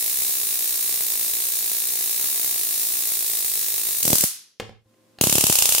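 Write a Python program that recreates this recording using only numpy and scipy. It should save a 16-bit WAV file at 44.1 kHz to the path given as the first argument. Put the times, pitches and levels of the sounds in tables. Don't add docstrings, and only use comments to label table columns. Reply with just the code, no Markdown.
import sys
import numpy as np
from scipy import signal
from scipy.fft import rfft, irfft, next_fast_len
from scipy.io import wavfile

SR = 44100
rng = np.random.default_rng(int(sys.argv[2]) if len(sys.argv) > 2 else 0)


def file_out(sig):
    cols = np.atleast_2d(sig).T
    lim = np.clip(cols, -1, 1)
    pcm = np.round(lim * 32767).astype(np.int16)
    wavfile.write(sys.argv[1], SR, pcm)


def volts_from_db(level):
    exponent = np.asarray(level, float) / 20
    return 10 ** exponent


N = 255770
LEAD = SR

# time in [s], sparks fired so far [count].
SPARKS_FIRED = [(-0.9, 0), (0.008, 55), (0.1135, 61), (0.4325, 82), (0.7246, 99), (0.9104, 110),
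                (1.1018, 122), (1.4859, 144), (1.8378, 164), (1.9358, 170), (2.1958, 185), (2.359, 196),
                (2.578, 209), (2.9696, 231), (3.1367, 241), (3.555, 264), (3.6628, 270), (4.0034, 288)]
# start in [s], size in [dB], signed microphone pop [full scale].
STRETCHED_SPARKS = [(4.0286, 0.1, -0.033), (4.0524, 0.6, -0.078), (4.0781, 0.5, -0.144),
                    (4.1026, 1.2, -0.126), (4.1298, 2.4, -0.365), (4.1543, 1.2, 0.047), (4.1828, 0.9, 0.02),
                    (4.2082, 1.6, -0.022), (4.238, 1.1, -0.157)]
# start in [s], size in [dB], signed microphone pop [full scale].
CLOSE_SPARKS = [(5.2115, 5.8, -0.302), (5.2383, 4.0, -0.212), (5.27, 1.9, 0.254), (5.2964, 3.6, -0.085),
                (5.3261, 4.8, 0.135), (5.3543, 3.8, -0.183), (5.382, 3.9, -0.181), (5.4091, 3.6, -0.031),
                (5.4396, 3.9, -0.226), (5.4674, 4.7, -0.03), (5.498, 4.0, 0.252), (5.5252, 4.8, -0.059),
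                (5.5546, 5.0, -0.068), (5.5869, 6.2, -0.069), (5.6225, 6.0, -0.077), (5.6557, 5.1, -0.074),
                (5.6905, 5.4, -0.096), (5.7226, 4.8, -0.082), (5.7486, 4.3, -0.061), (5.7819, 3.6, -0.075)]

# delay in [ms], left, right and bass levels in [dB].
STILL_PATHS = [(0, 0, -1, -6), (.75, -3.5, -2.5, 5), (1.1, -9, -8, 2), (1.8, -10, -11, -6),
               (3.05, -12, -11, -3), (3.3, -3, -20, -2), (3.45, -7, -12, 3), (3.65, -11, -1.5, 3),
               (5.3, -11, -14, 0), (6.05, -10, -14, -3), (8.5, -8, -7, -10), (9.75, -10, -9, -10),
               (13.8, -9, -9, -8)]
# delay in [ms], left, right and bass
# levels in [dB].
CLOSE_PATHS = [(.1, -1, -1, -2), (.5, -1, 0, 10), (.9, -2, -1, 0), (1.4, -2, -6, -4), (1.9, -3, -5, -8),
               (2.4, -8, -4, -8), (2.8, -8, -4, -10), (3.2, -3, -7, -8), (3.55, -6, -6, -10),
               (3.9, -7, -11, -10), (5.2, -7, -7, -6), (8.2, -10, -9, -6), (13.6, -8, -9, -6)]

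# frequency in [Hz], level in [dB per Hz].
STILL_COLOUR = [(24, -70), (45, -18), (190, -11.5), (390, -9), (760, -10), (1400, -9), (2200, -3.5),
                (3100, -7.5), (3700, 0), (5500, -1.5), (9000, 3), (12500, 3.5), (14500, 7), (15600, 4.5)]
# frequency in [Hz], level in [dB per Hz].
STRETCHED_COLOUR = [(180, -51.5), (300, -16), (900, -7), (1600, -4), (2300, -3.5), (7900, 4), (15600, 5)]
# frequency in [Hz], level in [dB per Hz].
CLOSE_COLOUR = [(35, -74), (110, -34.5), (280, -7), (700, 1), (1100, -1.5), (1800, -7), (2300, -3),
                (2700, 4), (4400, 0), (6000, 2), (7000, 4), (8500, 3.5), (15600, 1.5)]

# start in [s], peak, crack and thud levels in [dB].
TABLE_KNOCKS = [
    (4.5989, -19, -19, -26),
    (4.623, -32, -30, 13),
    (4.694, -33, -30, -15),
    (4.858, -60, -30, 20),
    (4.94, -62, -14, -8),
]
# frequency in [Hz], level in [dB], 60 dB decay in [s].
TABLE_MODES = [(110, -15.5, 0.39), (225, -17, 0.11), (390, -16, 0.035), (480, -7.5, 0.03), (514, -7, 0.046),
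               (744, -11, 0.043), (1320, -18, 0.041)]
# start in [s], peak in [dB].
SWITCH_CLICKS = [
    (5.1864, -35),
    (5.187, -25),
]
# frequency in [Hz], level in [dB], 60 dB decay in [s].
CASE_MODES = [(770, -12, 0.021), (1820, -16, 0.011), (2780, -7, 0.0078), (4100, -6.5, 0.0083)]

# frequency in [Hz], 60 dB decay in [s].
ROOM_DECAY = [(100, 0.78), (500, 0.4), (2000, 0.5), (5400, 0.48), (7700, 0.32), (11000, 0.34), (15000, 0.2)]
# frequency in [Hz], level in [dB].
WALL_COLOUR = [(100, -7), (400, -11), (1000, -10), (2300, -9), (4500, -5), (8000, 0), (15000, 0)]
# frequency in [Hz], correlation [0 to 1].
LIKENESS = [(130, 0.047), (300, 0.85), (640, 0), (1400, 0.39), (3100, 0.3), (15000, 0)]

# time in [s], gain in [dB].
FADE = [
    (4.62, 0),
    (4.72, -2),
    (4.81, -7),
    (4.88, -30),
]
# time in [s], level in [dB].
AIR_LEVEL = [(0, -68), (4.3, -70), (4.6, -80), (4.79, -79), (4.9, -65), (5.15, -61.5), (5.8, -66)]
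# frequency in [Hz], level in [dB per Hz].
AIR_COLOUR = [(40, -60.5), (80, -29), (200, -19), (450, -20), (800, -29), (1500, -33), (11000, -38.5),
              (15500, -43.5), (16000, -69.5)]
# frequency in [Hz], level in [dB].
HUM_LINES = [(113.0, -76.5), (231.5, -74.5), (317.6, -75), (522.2, -73.5), (1044, -81.5)]
# time in [s], gain in [dB].
HUM_LEVEL = [
    (4.83, -28),
    (4.87, -2),
    (5.15, 0),
]

WAIT_SCATTER, DB_PER_WAIT, SIZE_SCATTER_DB = 0.09, 6, 0.9
WANDER_DB = 1.5
SPACING_MS, TURN_PER_PATH = 0.035, 2.4
POPS_END_S = 5.51
GRUMBLE_MS, GRUMBLE_LOW_HZ, GRUMBLE_HIGH_HZ = 19.6, 130, 600
CRACK_T60_S = 0.049
FULL_SCALE, KNEE, TOP_HZ = 0.8, 6, 15850


def steady_sparks():
    s, fired = np.transpose(SPARKS_FIRED)
    luck = rng.standard_normal((int(fired[-1]) + 1, 2))
    waited = np.cumsum(1 + WAIT_SCATTER * luck[:, 0])
    when = np.interp(waited, waited[fired.astype(int)], s)
    size_db = DB_PER_WAIT * WAIT_SCATTER * luck[:, 0] + SIZE_SCATTER_DB * luck[:, 1]
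    return np.transpose([when, size_db])


def needles(times, heights):
    return np.bincount(np.round(times * SR).astype(int) + LEAD, heights, N + LEAD)


def arc(sparks, paths, colour, level_db, wet_db, moved, blur_db, blur_ms, bass_hz):
    ms, left_db, right_db, bass_db = np.transpose(paths)
    when = (sparks[:, :1] + ms / 1000).ravel()
    wander_db = WANDER_DB * rng.standard_normal((len(sparks), len(ms)))
    size_db = level_db + sparks[:, 1:2] + wander_db
    path_number = 1 + np.arange(len(ms))
    lead = np.tile(SPACING_MS / 1000 * np.sin(TURN_PER_PATH * path_number), len(sparks))

    def arrivals(left_way, right_way, extra_db):
        left = needles(when + left_way * lead, -volts_from_db(size_db + left_db + extra_db).ravel())
        right = needles(when + right_way * lead, -volts_from_db(size_db + right_db + extra_db).ravel())
        return np.array([left, right])

    def low(hz):
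        return 1 / (1 + (hz / bass_hz) ** 4)

    full = arrivals(0.84, -1.2, 0)
    bass = arrivals(0.7, -0.59, bass_db)
    t = np.arange(200) / SR
    trail = volts_from_db(blur_db - 60 * t / (blur_ms / 1000))[None]
    scatter = signal.fftconvolve(full, trail, axes=1)[:, :N + LEAD]
    full = full + scatter * rng.standard_normal(full.shape)
    wet = room(needles(sparks[:, 0], volts_from_db(sparks[:, 1] + level_db + wet_db)), moved)

    heard = filtered(full, lambda hz: 1 - low(hz)) + filtered(bass, low)
    heard = heard + filtered(wet, lambda hz: volts_from_db(along(WALL_COLOUR, hz)))
    return filtered(heard, lambda hz: volts_from_db(along(colour, hz)))[:, LEAD:]


def pops(sparks, gain_db, lag_ms, width_ms, edge_hz, cut_hz, damping, wet_db, grumble_db):
    when = sparks[:, 0] + lag_ms / 1000
    uneven_db = WANDER_DB / 4 * rng.standard_normal(len(sparks))
    train = np.array([needles(when, sparks[:, 2] * volts_from_db(gain_db + way * uneven_db)) for way in (1, -1)])

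    def shape(hz):
        u = 1j * hz / cut_hz
        step = width_ms * SR / 1000 * 1.58 / (1 + 2j * np.pi * hz * 0.25 * width_ms / 1000)
        step = step / (1 + 1j * hz / edge_hz)
        return step * u * u / (1 + damping * u + u * u)

    popped = filtered(train + volts_from_db(wet_db) * room(train[0], moved=0.99), shape)
    return (popped + grumble(train, grumble_db))[:, LEAD:]


def grumble(train, level_db):
    window = np.hanning(round(2 * GRUMBLE_MS * SR / 1000))[None]
    swell = signal.fftconvolve(np.abs(train), window, "same", axes=1)
    swell = swell * (np.cumsum(np.abs(train), axis=1) > 0)

    def band(hz):
        return 1 / (1 + (GRUMBLE_LOW_HZ / (hz + 1)) ** 2) / (1 + (hz / GRUMBLE_HIGH_HZ) ** 4)

    return filtered(volts_from_db(level_db) * swell * pair(train.shape[1]), band)


def steady_arc():
    return arc(steady_sparks(), STILL_PATHS, STILL_COLOUR, level_db=-3.0, wet_db=7.0, moved=0.44,
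               blur_db=-19, blur_ms=3, bass_hz=2800)


def stretched_arc():
    rows = np.array(STRETCHED_SPARKS)
    snaps = arc(rows, CLOSE_PATHS, STRETCHED_COLOUR, level_db=-7.0, wet_db=16.0, moved=1.0,
                blur_db=-10, blur_ms=5.1, bass_hz=2820)
    return snaps + pops(rows, gain_db=3.0, lag_ms=0.72, width_ms=0.67, edge_hz=320, cut_hz=126,
                        damping=1.0, wet_db=-34, grumble_db=-0.5)


def close_arc():
    rows = np.array(CLOSE_SPARKS)
    snaps = arc(rows, CLOSE_PATHS, CLOSE_COLOUR, level_db=-4.5, wet_db=11.5, moved=0.92,
                blur_db=-7.5, blur_ms=2.42, bass_hz=2840)
    near = rows[rows[:, 0] < POPS_END_S]
    return snaps + pops(near, gain_db=-0.5, lag_ms=0.37, width_ms=1.0, edge_hz=344, cut_hz=120,
                        damping=0.94, wet_db=-39, grumble_db=-2.5)


def strike(s, modes, peak_db, crack_db, thud_db, crack_hz):
    out = np.zeros(N + SR)
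    t = np.arange(SR // 2) / SR
    hz, db, t60 = np.transpose(modes)
    db = db + rng.normal(0, 2.4, len(hz)) + thud_db * (hz == hz.min())
    decay = volts_from_db(db[:, None] - 60 * t / t60[:, None])
    ring = np.sum(decay * np.sin(2 * np.pi * hz[:, None] * t), axis=0)
    grit = volts_from_db(crack_db + 23 - 60 * t / CRACK_T60_S) * rng.standard_normal(len(t))
    crack = filtered(grit, lambda f: 1j * f / (350 + 1j * f) / (1 + 1j * f / crack_hz) ** 2)
    out[round(s * SR):][:len(t)] = volts_from_db(peak_db) * (ring + crack)
    return out[:N]


def knocks():
    dry = sum(strike(s, TABLE_MODES, peak_db, crack_db, thud_db, crack_hz=3180)
              for s, peak_db, crack_db, thud_db in TABLE_KNOCKS)
    return dry + volts_from_db(-6.5) * room(dry, moved=1.0) * volts_from_db(curve(FADE))


def switch():
    click = sum(strike(s, CASE_MODES, peak_db, crack_db=-37, thud_db=3, crack_hz=6000)
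                for s, peak_db in SWITCH_CLICKS)
    return click + volts_from_db(-4.5) * room(click, moved=0.41)


def room_tone():
    air = filtered(pair(N), lambda hz: volts_from_db(along(AIR_COLOUR, hz)))
    t = np.arange(N) / SR
    drift = np.cumsum(rng.standard_normal((len(HUM_LINES), N)), axis=1) * 0.012
    hum = sum(volts_from_db(db + 7.5) * np.sin(2 * np.pi * hz * t + d) for (hz, db), d in zip(HUM_LINES, drift))
    return volts_from_db(curve(AIR_LEVEL)) * air / np.std(air) + volts_from_db(curve(HUM_LEVEL)) * hum


def room(x, moved):
    out = np.zeros((2, len(x) + 2 * SR))
    hop = SR // 4
    still = tail()
    for a in range(0, len(x), hop):
        if np.any(x[a:a + hop]):
            answer = np.sqrt(1 - moved) * still + np.sqrt(moved) * tail()
            part = signal.fftconvolve(x[None, a:a + hop], answer, axes=1)
            out[:, a:a + part.shape[1]] += part
    return out[:, :len(x)]


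def tail(build_s=0.0075):
    hz, t, z = signal.stft(pair(SR), SR, nperseg=256)
    decay = volts_from_db(-60 * t / along(ROOM_DECAY, hz)[:, None])
    x = signal.istft(z * decay, SR, nperseg=256)[1]
    x = x * (1 - np.exp(-np.arange(x.shape[1]) / SR / build_s))
    return x / np.sqrt(np.sum(x ** 2) / 2)


def pair(length):
    def mid_side(hz):
        turn = np.arccos(along(LIKENESS, hz)) / 2
        return np.array([np.cos(turn), np.sin(turn)])

    mid, side = filtered(rng.standard_normal((2, length)), mid_side)
    return np.array([mid + side, mid - side])


def along(points, hz):
    f, v = np.transpose(points)
    return np.interp(np.log(hz + 1), np.log(f + 1), v)


def curve(rows):
    return np.interp(np.arange(N) / SR, *np.transpose(rows))


def filtered(x, response):
    m = next_fast_len(x.shape[-1] + 8192)
    return irfft(rfft(x, m) * response(np.fft.rfftfreq(m, 1 / SR)), m)[..., :x.shape[-1]]


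def scene():
    first = (steady_arc() + stretched_arc()) * volts_from_db(curve(FADE))
    table = knocks()
    second = switch() + close_arc()
    return first + table + second + room_tone()


def roll_off(x):
    return signal.sosfilt(signal.butter(12, 16990, fs=SR, output="sos"), x)


def record(dry):
    soft = dry / (1 + np.abs(dry / FULL_SCALE) ** KNEE) ** (1 / KNEE)

    def band(hz):
        low_cut = 1j * hz / (22 + 1j * hz)
        return np.clip((TOP_HZ - hz) / 100, 0, 1) * low_cut

    return roll_off(filtered(soft, band))


dry = scene()
out = record(dry)
file_out(out)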